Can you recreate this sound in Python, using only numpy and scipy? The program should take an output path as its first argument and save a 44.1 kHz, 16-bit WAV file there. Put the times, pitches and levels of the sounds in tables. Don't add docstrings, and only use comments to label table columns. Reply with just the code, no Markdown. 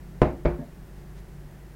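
import sys
import numpy as np
from scipy import signal
from scipy.fft import rfft, irfft
from scipy.io import wavfile

SR = 44100
rng = np.random.default_rng(int(sys.argv[2]) if len(sys.argv) > 2 else 0)


def materialize(psi):
    bounded = np.clip(np.atleast_2d(psi).T, -1, 1)
    quanta = np.round(bounded * 32767).astype(np.int16)
    wavfile.write(sys.argv[1], SR, quanta)


N = 77175
T = np.arange(N) / SR

# frequency in Hz, density in dB per Hz.
AIR_COLOUR = [(20, -2.5), (32, 0), (60, -5), (85, -8), (130, -6), (200, -8), (260, -15), (370, -12.5),
              (500, -20), (750, -21.5), (1200, -27.5), (1850, -26.5), (2400, -33), (3600, -37.5),
              (8000, -40.5), (15500, -41)]
AIR_DB = -47
# frequency in Hz, rms level in dB of the steady part.
HUM_LINES = [(49, -45), (100, -61), (145, -50.5), (176.5, -52.5), (351, -65), (564, -74)]
HUM_WAVER, HUM_WAVER_HZ = 0.39, 5.1

# start in seconds, level in dB, treble corner of the contact
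# in Hz, spot on the table (0 or 1).
CONTACTS = [(0.217, -12, 2360, 0), (.2187, 1, 910, 0), (0.451, -15.5, 1480, 1), (0.4557, -6.5, 1370, 1)]
# frequency in Hz, level in dB.
KNOCK_COLOUR = [(30, -15.5), (120, -9.5), (330, -0.5), (700, -15), (1100, -17.5), (2500, -19.5),
                (4000, -28.5), (9000, -30.5), (16000, -51)]
KNOCK_DB = (15, 9)
# delay in seconds, level in dB relative to the knock.
ECHOES = [(.008, -12.5), (.011, -14), (0.0139, -9), (.0286, -13.5), (0.039, -16.5), (0.069, -22)]
# frequency in Hz,
# t60 in seconds, level in dB at the first spot, level in dB at the second spot.
TABLE_MODES = [(48, .3, -37, -15), (61.4, 0.31, -19, -12), (143, .2, -19, -43), (158.1, 0.35, -30, -15.5),
               (273.2, 0.28, -21, -29), (351.7, 0.41, -21, -15), (408.6, 0.15, -19, -18),
               (470.6, 0.29, -30, -28), (586, 0.25, -54, -19.5), (620, .23, -18.5, -39),
               (708, 0.21, -18.5, -46), (884, .17, -31, -24), (1019.4, .2, -26.5, -46),
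               (1290, .2, -39, -44)]
# frequency in Hz, t60 in seconds,
# level in dB at the first spot, level in dB at the second spot.
MUG_MODES = [(1490, 0.23, -45, -31), (2220, .15, -43, -22), (2340, 0.26, -47, -33.5),
             (2520, 0.173, -46, -39), (3970, .12, -54, -43), (4700, .1, -48, -30)]
# frequency in Hz, dB at the first spot, dB at the second.
RING_COLOUR = [(30, -13, 4), (120, -7, -13), (352, -3, -1), (690, -3, -1.5), (800, -9.5, -23),
               (1100, -7.5, -12), (2350, -15, -11.5), (2610, -13, -29), (3600, -24, -18.5),
               (4970, -19, -19), (9000, -21.5, -36), (16000, -28, -42)]
RING_DB, RING_T60_S, RING_RISE_S = 14, 0.073, 0.00099
# frequency in Hz, level in dB.
ROOM_COLOUR = [(30, 1), (150, 4.5), (400, -1), (700, 0), (1200, -5.5), (2450, -7), (3000, -14), (6000, -17),
               (16000, -24)]
# frequency in Hz, t60 in seconds.
ROOM_DECAY = [(60, .4), (400, .32), (1100, 0.31), (2900, 0.25), (8000, 0.25)]
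ROOM_DB, ROOM_RISE_S = (10.5, 10.5), 0.016

# centre in Hz, full width at half amplitude in Hz,
# rms level in dB relative to the others.
SETTLE_RESONANCES = [(150, 67, -5), (250, 39, -1), (430, 90, -10.5), (588, 43, -7), (680, 39, -7.5),
                     (925, 200, -18), (1740, 260, -23)]
SETTLE_S, SETTLE_RISE_S, SETTLE_T60_S, SETTLE_DB = 0.583, 0.011, 0.24, -31
SEATED_T60_S = 0.28

# time of the peak in seconds, half length at 1/e in seconds, peak rms level in dB.
BRUSHES = [(0.995, 0.046, -61), (1.181, 0.025, -55)]
# frequency in Hz, level in dB.
BRUSH_COLOUR = [(100, -6), (370, -1), (700, -22), (2000, -15), (5000, -21), (9000, -26.5), (16000, -39)]

LOW_CUT_HZ, TOP_HZ = 21.3, 15800
CEILING = 1.0


def undb(db):
    return 10 ** (np.asarray(db) / 20)


def curve(points, hz):
    table_hz, values = np.array(points, float).T
    return np.interp(np.log(np.maximum(hz, 1)), np.log(table_hz), values)


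def colour(x, points):
    gain = undb(curve(points, np.fft.rfftfreq(N, 1 / SR)))
    return irfft(rfft(x) * gain / np.sqrt(np.mean(gain ** 2)), N)


def ventilation():
    out = undb(AIR_DB) * colour(rng.standard_normal(N), AIR_COLOUR)
    waver_band = np.exp(-(np.fft.fftfreq(N, 1 / SR) / HUM_WAVER_HZ) ** 2)
    for hz, db in HUM_LINES:
        waver = np.fft.ifft(waver_band * np.exp(2j * np.pi * rng.random(N)))
        carrier = np.exp(2j * np.pi * (hz * T + rng.random()))
        line = (1 + HUM_WAVER * waver / waver.std()) * carrier
        out = out + np.sqrt(2) * undb(db) * line.real
    return out


def click(points):
    cepstrum = irfft(np.log(undb(curve(points, np.fft.rfftfreq(N, 1 / SR)))), N)
    cepstrum[1:N // 2] *= 2
    cepstrum[N // 2:] = 0
    pulse = irfft(np.exp(rfft(cepstrum)), N)
    return pulse / np.linalg.norm(pulse)


def convolve(a, b):
    return signal.fftconvolve(a, b)[:N]


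def fade(t60):
    return np.exp(-np.log(1000) * T / t60)


def diffuse(decays, rise, count=12):
    hz = np.fft.rfftfreq(N, 1 / SR)
    edges = np.r_[0, np.geomspace(120, 12000, count), SR]
    noise = rfft(rng.standard_normal(N))
    onset = 1 - np.exp(-T / rise)
    out = 0
    for low, high in zip(edges[:-1], edges[1:]):
        inside = (hz >= low) & (hz < high)
        band = irfft(noise * inside, N) * fade(decays((low + high) / 2)) * onset
        out = out + band * np.sqrt(inside.mean()) / np.linalg.norm(band)
    return out


def push(at, db, corner_hz):
    age = np.maximum(T - at, 0) * 2 * np.pi * corner_hz
    force = age * np.exp(-age)
    return undb(db) * force / force.sum()


def table(spot):
    knock = undb(KNOCK_DB[spot]) * click(KNOCK_COLOUR)
    echoes = sum(undb(db) * np.interp(T - delay, T, knock, left=0) for delay, db in ECHOES)
    modes = 0
    for hz, t60, *db in [*TABLE_MODES, *MUG_MODES]:
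        modes = modes + undb(db[spot]) * fade(t60) * np.sin(2 * np.pi * hz * T)
    ring_colour = [(hz, db[spot]) for hz, *db in RING_COLOUR]
    ring = convolve(diffuse(lambda hz: RING_T60_S, RING_RISE_S), click(ring_colour))
    room = convolve(diffuse(lambda hz: curve(ROOM_DECAY, hz), ROOM_RISE_S), click(ROOM_COLOUR))
    return knock + echoes + modes + undb(RING_DB) * ring + undb(ROOM_DB[spot]) * room


def mug():
    ringing = 0
    for at, db, corner_hz, spot in CONTACTS:
        ringing = ringing - convolve(push(at, db, corner_hz), table(round(spot)))
    return ringing * undb(-60 * np.maximum(T - SETTLE_S, 0) / SEATED_T60_S)


def settle():
    hz = np.fft.rfftfreq(N, 1 / SR)
    age = np.maximum(T - SETTLE_S, 0)
    out = 0
    for centre, width, db in SETTLE_RESONANCES:
        random_phase = np.exp(2j * np.pi * rng.random(len(hz)))
        band = irfft(random_phase / (1 + (2 * (hz - centre) / width) ** 2), N)
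        out = out + undb(db) * band / band.std()
    decay = undb(SETTLE_DB - 60 * age / SETTLE_T60_S)
    return decay * (1 - np.exp(-age / SETTLE_RISE_S)) * out


def brush():
    swell = sum(undb(db) * np.exp(-((T - at) / half) ** 2) for at, half, db in BRUSHES)
    return swell * colour(rng.standard_normal(N), BRUSH_COLOUR)


def scene():
    return (ventilation() + mug() + settle() + brush())[None]


def record(dry):
    low_cut = signal.butter(1, LOW_CUT_HZ, "high", fs=SR, output="sos")
    top_cut = signal.ellip(10, .1, 80, TOP_HZ, fs=SR, output="sos")
    clipped = np.clip(signal.sosfilt(low_cut, dry), -CEILING, CEILING)
    return signal.sosfilt(top_cut, clipped)


dry = scene()
out = record(dry)
materialize(out)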